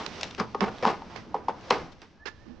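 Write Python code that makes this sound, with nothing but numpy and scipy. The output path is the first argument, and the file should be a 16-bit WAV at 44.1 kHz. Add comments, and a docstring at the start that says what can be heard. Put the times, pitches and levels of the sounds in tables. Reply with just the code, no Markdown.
"""Rustling hands and card over a low rumble are heard first, with a few card ticks; then a big hollow plastic
toy car is turned by hand and set down on a card-covered table in a small room. Impacts and stick-slip drags
excite the damped modes of its shell, soft pushes those of the table; ticks and rustle are shaped noise.
Late on the handling fades, something is dragged far to the right and a wheel, a wavering sine, squeaks faintly."""
import sys
import numpy as np
from scipy import signal
from scipy.fft import rfft, irfft
from scipy.io import wavfile
from scipy.ndimage import uniform_filter1d

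SR = 44100
rng = np.random.default_rng(int(sys.argv[2]) if len(sys.argv) > 2 else 0)


def generate_wav(sig):
    """Save sig (samples, or channels by samples) to the path in sys.argv[1] as 16-bit PCM at SR."""
    pcm = np.round(np.clip(np.atleast_2d(sig).T, -1, 1) * 32767).astype(np.int16)
    wavfile.write(sys.argv[1], SR, pcm)


def gain_from_db(level_db):
    """Convert decibel levels to linear amplitude factors (20 dB per decade)."""
    decades = np.asarray(level_db, float) / 20
    return 10 ** decades


N = 114660  # samples, 2.6 s
FLIP = np.array([[1], [-1]])  # opposite signs left and right


def curve(table, col):
    """Linear interpolation: straight lines between the rows of a time table."""
    rows = np.array(table, float)
    return np.interp(np.arange(N) / SR, rows[:, 0], rows[:, col])


def unit(x):
    """Normalisation: scale to rms 1."""
    return x / np.sqrt(np.mean(x ** 2))


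def colour(x, points, lo=0, hi=1e5):
    """Spectral shaping: gains from (Hz, dB) points, kept between lo and hi Hz with soft edges."""
    hz = np.arange(N // 2 + 1) * SR / N + 1
    p = np.array(points, float)
    gain = gain_from_db(np.interp(np.log(hz), np.log(p[:, 0]), p[:, 1]))
    edges = np.sqrt((1 + (lo / hz) ** 8) * (1 + (hz / hi) ** 8))
    return irfft(rfft(x) * gain / edges, N)


def widen(mid, side, width):
    """Mid/side stereo: the side signal enters left and right with opposite signs."""
    return mid + width * side * FLIP


def pan(db):
    """Level panning: left and right gains that differ by db and sum to 2."""
    left, right = gain_from_db(db / 2), gain_from_db(-db / 2)
    return np.array([[left], [right]]) * 2 / (left + right)


def add(out, start_s, x, pan_db):
    """Superposition: mix x in at start_s."""
    i = int(max(start_s, 0) * SR)
    out[:, i:i + x.shape[-1]] += (pan(pan_db) * x)[:, :N - i]


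def walk(rate):
    """Random modulation: smoothed chance steps, rate per second, rms 1."""
    k = int(SR / rate)
    steps = np.repeat(rng.standard_normal(N // k + 1), k)
    return unit(uniform_filter1d(uniform_filter1d(steps, k), k)[:N])


SLIPS_PER_S = 1700


def slips(count):
    """Stick-slip friction: sparse clicks of random sign and uneven size, scaled to rms 1."""
    u = rng.random((count, 3))
    happens = u[:, 0] < SLIPS_PER_S / SR
    size_db = np.minimum(-3.45 * np.log(u[:, 2] + 1e-4), 14)  # many small, few large
    return unit(happens * np.sign(u[:, 1] - .5) * gain_from_db(size_db))


def ring(push, modes, db):
    """Modal synthesis: a push drives damped resonators with gains db; a click gives energy near 1."""
    out = 0
    for (hz, _, t60), gain_db in zip(modes, db):
        pole = np.exp(2j * np.pi * hz / SR - np.log(1000) / (max(t60, .005) * SR))
        resonance = signal.lfilter([0, pole.imag], [1, -2 * pole.real, abs(pole) ** 2], push)
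        out = out + gain_from_db(gain_db) * resonance
    return out / np.sqrt(np.sum(gain_from_db(np.array(db)) ** 2))


# spectrum of rustle and air: pitch_hz [Hz], level_db [dB per Hz, relative]
RUSTLE_COLOUR = [(15, -29), (25, 3.5), (139, -7.5), (218, -3), (533, -4), (1020, -7.5), (1720, -13),
                 (2040, -13), (5810, -19.5), (9550, -52.5), (12400, -83), (21000, -120)]
AIR_DB = -73


def air():
    """Stationary noise: the steady, smooth air noise of the room."""
    mid, side = (unit(colour(rng.standard_normal(N), RUSTLE_COLOUR, 360)) for _ in range(2))
    return gain_from_db(AIR_DB) * widen(mid, side, .4)


# rumble of the handled table: start_s [s], level_db [dB]
RUMBLE = [(0.0, -56), (0.04, -55), (0.8, -54.5), (1.7, -58), (1.74, -47.5), (2.12, -63.5), (2.39, -55),
          (2.6, -55.5)]


def rumble():
    """Low-passed noise: a deep rumble of varying level, partly different left and right."""
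    spectrum = [(15, -3.0), (35, -5), (60, 0.5), (90, 0)]  # (Hz, dB)
    mid, side = (unit(colour(rng.standard_normal(N), spectrum, 0, 100)) for _ in range(2))
    return gain_from_db(curve(RUMBLE, col=1)) * widen(mid, side, .6)


ROOM_DB, ROOM_T60_LOW_S, ROOM_T60_HIGH_S, ROOM_WIDTH = -14, 0.23, 0.18, 0.41


def room(x):
    """Diffuse reverberation: convolution with decaying noise, the treble dying first."""
    t = np.arange(SR // 2) / SR
    noise = rng.standard_normal((2, len(t)))
    low = signal.lfilter(*signal.butter(2, 1500, fs=SR), noise)
    tail = low * gain_from_db(-60 * t / ROOM_T60_LOW_S) + (noise - low) * gain_from_db(-60 * t / ROOM_T60_HIGH_S)
    tail = tail * np.clip(t / 0.018, 0, 1)  # echoes build up over 18 ms
    tail = tail / np.sqrt(np.sum(tail ** 2) / 2)
    tail = widen(tail[0], tail[1], ROOM_WIDTH)
    return gain_from_db(ROOM_DB) * signal.fftconvolve(x, tail, axes=1)[:, :N]


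# rustle of hands and card: start_s [s], low_db [dB], middle_db [dB], high_db [dB], left_minus_right_db [dB]
RUSTLE = [(0.0, -53, -40.5, -43, 2), (0.1, -48.5, -47, -49, -6.5), (0.25, -48.5, -44.5, -45.5, 0.5),
          (0.44, -52.5, -62, -59.5, -3), (0.62, -44.5, -43.5, -56.5, 1), (0.78, -50.5, -47.5, -52, -2),
          (0.97, -49, -48.5, -58.5, -1.5), (1.2, -48.5, -55.5, -57, 2), (1.43, -51, -53, -66, -5),
          (1.56, -50, -49, -58.5, 0.5), (1.71, -51.5, -46.5, -51, -1), (1.82, -44.5, -41, -51, 0.5),
          (1.96, -57, -59, -65, 0), (2.05, -57.5, -63, -65, -1), (2.25, -65.5, -62.5, -73.5, 2.5),
          (2.36, -58.5, -63.5, -65.5, -4.5), (2.45, -58.5, -63, -67.5, -14), (2.6, -58, -59.5, -68.5, -15)]
FLICKER_DB, GRAIN_SHARE = 1., 0.4  # spread of the flicker; clicks relative to smooth noise
WIDTH_LOW, WIDTH_HIGH = 0.26, 0.47  # side relative to mid


def rustle():
    """Band-wise modulated friction noise: three gritty, flickering bands, wider in the treble."""
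    out = 0
    bands = ((1, 90, 300, WIDTH_LOW), (2, 300, 1500, WIDTH_LOW), (3, 1500, 1e5, WIDTH_HIGH))
    for col, lo, hi, width in bands:
        grit = (rng.standard_normal(N) + GRAIN_SHARE * slips(count=N) for _ in range(2))
        mid, side = (unit(colour(g, RUSTLE_COLOUR, lo, hi)) for g in grit)
        level = gain_from_db(curve(RUSTLE, col) + FLICKER_DB * walk(21))
        out = out + level * widen(mid, side, width)
    lean = gain_from_db(FLIP * curve(RUSTLE, col=4) / 2)
    return out * 2 * lean / lean.sum(axis=0)


# squeak of a wheel: start_s [s], pitch_hz [Hz], level_db [dB]
SQUEAK = [(2.186, 1640, -78), (2.196, 1680, -61), (2.212, 1750, -58), (2.238, 1770, -52),
          (2.248, 1780, -70), (2.28, 1740, -48), (2.32, 1740, -62), (2.332, 1750, -72), (2.35, 1750, -61),
          (2.368, 1750, -74), (2.382, 1735, -61), (2.42, 1800, -63), (2.45, 1780, -67), (2.49, 1770, -67),
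          (2.525, 1750, -66), (2.56, 1750, -80)]
SQUEAK_WIDTH_HZ, SQUEAK_PAN_DB = 36, -6  # spread of the wavering; left minus right


def squeak():
    """Frequency modulation: a thin, breathy tone of randomly wavering pitch and level."""
    hz = curve(SQUEAK, col=1) + SQUEAK_WIDTH_HZ * walk(150)
    rough = gain_from_db(2 * walk(120))
    tone = np.sqrt(2) * np.sin(2 * np.pi * np.cumsum(hz) / SR)
    return pan(SQUEAK_PAN_DB) * gain_from_db(curve(SQUEAK, col=2)) * rough * tone


# ticks of the card: start_s [s, begins 2 ms before], level_db [dB peak], pitch_hz [Hz, band centre],
# length_s [s, envelope scale], left_minus_right_db [dB]
TICKS = [(0.064, -21, 2500, 0.0025, -17), (0.2112, -24, 3850, 0.0035, 3.5),
         (0.233, -14.5, 2820, 0.0021, 3.5), (0.239, -28.5, 3000, 0.0046, 2), (0.31, -32.5, 2950, 0.003, 2),
         (0.35, -28, 2940, 0.0011, -0.5), (0.786, -34.5, 4550, 0.00069, -1),
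         (1.163, -32, 1980, 0.0021, -19), (1.611, -46.5, 4530, 0.0024, 12), (1.917, -48, 3500, 0.013, 9),
         (1.704, -21, 4190, 0.005, -0.5), (2.019, -34.5, 3100, 0.0018, -4)]
TICK_SPAN, TICK_TOP_HZ = 2.2, 5600  # band edge over centre; low-pass corner


def ticks():
    """Transient noise: band-passed snaps with a quick rise and fall."""
    out, t = np.zeros((2, N)), np.arange(SR // 20) / SR
    dull = signal.butter(5, TICK_TOP_HZ, fs=SR)
    for start_s, db, hz, length, pan_db in TICKS:
        band = signal.butter(1, [hz / TICK_SPAN, hz * TICK_SPAN], "band", fs=SR)
        shape = (t / length) * np.exp(-(t / length) ** 2)
        snap = signal.lfilter(*band, rng.standard_normal(len(t))) * shape
        snap = signal.lfilter(*dull, snap)
        add(out, start_s - .002, gain_from_db(db) * snap / abs(snap).max(), pan_db)
    return out


# modes of the table top: pitch_hz [Hz], level_db [dB, relative], t60_s [s]
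TABLE = [(71, -18.5, 0.1), (117.3, -11.5, 0.58), (209.2, -1, 0.087), (260, -0.5, 0.051)]
# thuds of the table top: start_s [s], level_db [dB peak], push_s [s]
THUDS = [(0.401, -23.5, 0.0094), (0.617, -18, 0.021), (0.86, -24.5, 0.018), (1.717, -43, .02)]


def thuds():
    """Modal excitation: soft pushes ring the table top."""
    out, t = np.zeros((2, N)), np.arange(SR // 2) / SR
    for start_s, db, length in THUDS:
        push = np.sin(np.pi * np.clip(t / length, 0, 1)) * np.sin(2 * np.pi * TABLE[2][0] * t + 1)
        body = ring(push, TABLE, [mode[1] for mode in TABLE])
        add(out, start_s, gain_from_db(db) * body / abs(body).max(), -1)
    return out


# spectrum of the contact hiss: pitch_hz [Hz], level_db [dB per Hz, relative]
HISS = [(880, -14), (1350, -5), (2130, -8), (4040, -15), (5140, -12.5), (7170, -26.5), (9550, -49),
        (12400, -73), (21000, -120)]


def contact_hiss():
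    """Friction noise: smooth noise and slip clicks in equal parts, coloured, rms 1."""
    return unit(colour(rng.standard_normal(N) + slips(count=N), HISS))


# modes of the plastic shell: pitch_hz [Hz], level_db [dB, relative], t60_s [s]
SHELL = [(240, -8, .07), (310, -7, .05), (415, -5, .045), (455, -2, .06), (492, 1, .055), (555, -3, .04),
         (640, -6, .04), (760, -2, .05), (810, 0, .05), (900, 0, .055), (1000, 0, .04), (1110, 0, .04),
         (1220, -1, .04), (1420, -2, .022), (1720, -3, .02), (2080, -2, .02), (2600, -8, .012),
         (3400, -14, .01), (5000, -16, .008)]
SPOT_DB_PER_OCT2 = 16  # loss away from the favoured pitch, before hardness scales it
SPOT_SCATTER_DB = 2


def spot(hz, hard):
    """Mode coupling: levels for a contact that favours hz; a harder one reaches more modes."""
    steep = SPOT_DB_PER_OCT2 * np.clip(1.05 - hard, .02, 4)
    chance = rng.standard_normal(len(SHELL))
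    levels = []
    for (mode_hz, db, _), c in zip(SHELL, chance):
        loss = min(steep * np.log2(mode_hz / hz) ** 2, 30)
        levels.append(db - loss + SPOT_SCATTER_DB * c)
    return levels


# drags of the shell: start_s [s], length_s [s], level_db [dB], pitch_hz [Hz],
# hardness [1 hard, below 0 a soft rub], hiss_db [dB re drag], release_t60_s [s], left_minus_right_db [dB]
DRAGS = [(0, 0.0084, -37, 750, 0.94, -10.5, 0.33, -3), (.379, 0.026, -36, 745, 0.9, -4, 0.055, 3),
         (0.401, 0.018, -28.5, 694, 0.3, -18, 0.17, -1), (0.607, 0.038, -24.5, 904, 0.95, -16, 0.056, -2.5),
         (0.658, 0.034, -32, 1080, 0.7, -20, 0.034, 0), (0.825, 0.05, -30.5, 510, 1.1, -10, 0.046, 0.5),
         (0.862, 0.036, -26, 980, 0.9, -11.5, 0.21, 0.5), (1.098, 0.058, -48, 900, -11, -7.5, 0.035, -6.5),
         (1.158, 0.0036, -39, 680, 0.51, -4.5, 0.21, -11), (1.349, 0.012, -35, 600, 0.74, -22.5, 0.27, 0),
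         (1.489, 0.013, -30.5, 614, 0.5, -18, 0.079, -1.5), (1.711, 0.014, -25, 1070, 0.8, -9.5, 0.29, -1),
         (2.018, 0.014, -50.5, 870, 4, -3, 0.14, -2.5), (2.255, 0.023, -46, 1640, 7, 7, 0.08, -22),
         (2.454, 0.065, -47.5, 226, -0.13, -22, 0.13, -39)]
HISS_WIDTH = 0.37


def drags(hiss):
    """Stick-slip excitation: clicks ring the sliding shell; gritty, wider hiss goes with them."""
    out, t = np.zeros((2, N)), np.arange(SR // 2) / SR
    for start_s, length, db, hz, hard, hiss_db, t60, pan_db in DRAGS:
        release = gain_from_db(-60 * np.clip(t - length, 0, None) / max(t60, .01))
        shape = np.clip(t / 0.00082, 0, 1) * release
        body = ring(shape * slips(count=len(t)), SHELL, spot(hz, hard))
        body = body / np.sqrt(np.sum(body ** 2) / np.sum(shape ** 2))
        grit = np.roll(hiss, -int(start_s * SR))
        grit = widen(grit[:len(t)], grit[-len(t):], HISS_WIDTH)  # side from another stretch of hiss
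        add(out, start_s, gain_from_db(db) * (body + gain_from_db(hiss_db) * shape * grit), pan_db)
    return out


# knocks on the shell: start_s [s, push centred 1 ms later], level_db [dB, peak of the ringing],
# pitch_hz [Hz, of the struck spot], hardness [higher is harder], crack_db [dB re knock], left_minus_right_db [dB]
KNOCKS = [(.399, -17, 1135, 0.37, -10, 4.5), (.547, -18.5, 1194, 0.33, -21.5, 1),
          (.548, -24, 840, 0, -20, 2.5), (.551, -21.5, 426, 0, -29, -0.5),
          (.607, -19.5, 1050, 0.45, -4.5, -19), (0.828, -20, 534, -.6, -20, 0),
          (.834, -23.5, 570, 0.34, -13, 5), (0.847, -18, 990, 0, -22, 3),
          (0.852, -5.5, 950, 0.36, -21.5, 0.5), (.881, -11.5, 1060, 0.6, -20.5, 2),
          (0.902, -19.5, 900, .7, -22, 1), (1.02, -29, 905, 0, -16, 1.5),
          (1.344, -13.5, 920, 0.27, -27, -1.5), (1.351, -21.5, 630, 0.67, -29, -1.5),
          (1.4841, -10.5, 940, 0.33, -24.5, 1), (1.492, -24.5, 787, 0.8, -20, 7),
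          (1.7069, -10.5, 1030, 0.03, -7, 1.5), (1.7082, -16, 503, -.6, -15, 1),
          (1.711, -17, 770, 0, -12, 0.5), (2.259, -34, 403, 0.5, -30, -31),
          (2.28, -35, 1730, -.5, -22, -19)]
CONTACT_SCALE_S = 0.0016  # hardness scales it
RISE_S, BOUNCE_S, BOUNCE_DB, CRACK_S = .004, 0.007386, -17, .0013


def knocks(hiss):
    """Impact excitation: a short push and one bounce ring the shell; a crack goes with the contact."""
    out, t = np.zeros((2, N)), np.arange(SR // 5) / SR
    for start_s, db, hz, hard, crack_db, pan_db in KNOCKS:
        contact = CONTACT_SCALE_S * np.clip(1.1 - hard, .05, 2)

        def blow(at):
            """Contact pulse: a sine under a two-sided exponential centred at this time."""
            return np.exp(-1.3 * abs(t - at) / contact) * np.sin(2 * np.pi * hz * (t - at))

        push = blow(RISE_S) + gain_from_db(BOUNCE_DB) * blow(RISE_S + BOUNCE_S)
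        body = ring(push, SHELL, spot(hz, hard))
        burst = np.roll((t / CRACK_S) * np.exp(1 - t / CRACK_S), int(0.002 * SR))
        crack = hiss[int(start_s * SR):][:len(t)] * burst
        knock = body / abs(body).max() + gain_from_db(crack_db) * crack
        add(out, start_s - RISE_S + 0.001, gain_from_db(db) * knock, pan_db)
    return out


def shell():
    """Radiation: small things radiate no deep bass, so knocks and drags are band-limited."""
    hiss = contact_hiss()
    band = signal.butter(2, [170, 6000], "band", fs=SR, output="sos")
    return signal.sosfilt(band, knocks(hiss) + drags(hiss))


def scene():
    """Superposition: everything on the table, its echoes, and the noises around it."""
    near = shell() + thuds() + ticks() + squeak()
    return near + room(near) + rustle() + rumble() + air()


def band_limit(x):
    """A steep low-pass at the top of the band."""
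    return signal.sosfilt(signal.butter(12, 9700, fs=SR, output="sos"), x)


TOP_HZ, HUSH_DB = 9100, -111.5  # low-pass corner; hush level before the low-pass


def record(dry):
    """Low-pass filtering: the top rolls off steeply over the scene and a faint added hush."""
    hush = gain_from_db(HUSH_DB) * rng.standard_normal(dry.shape)
    steep = signal.cheby1(8, .5, TOP_HZ, fs=SR, output="sos")
    mix = signal.sosfilt(steep, dry + hush)
    return band_limit(mix)


dry = scene()
out = record(dry)
generate_wav(out)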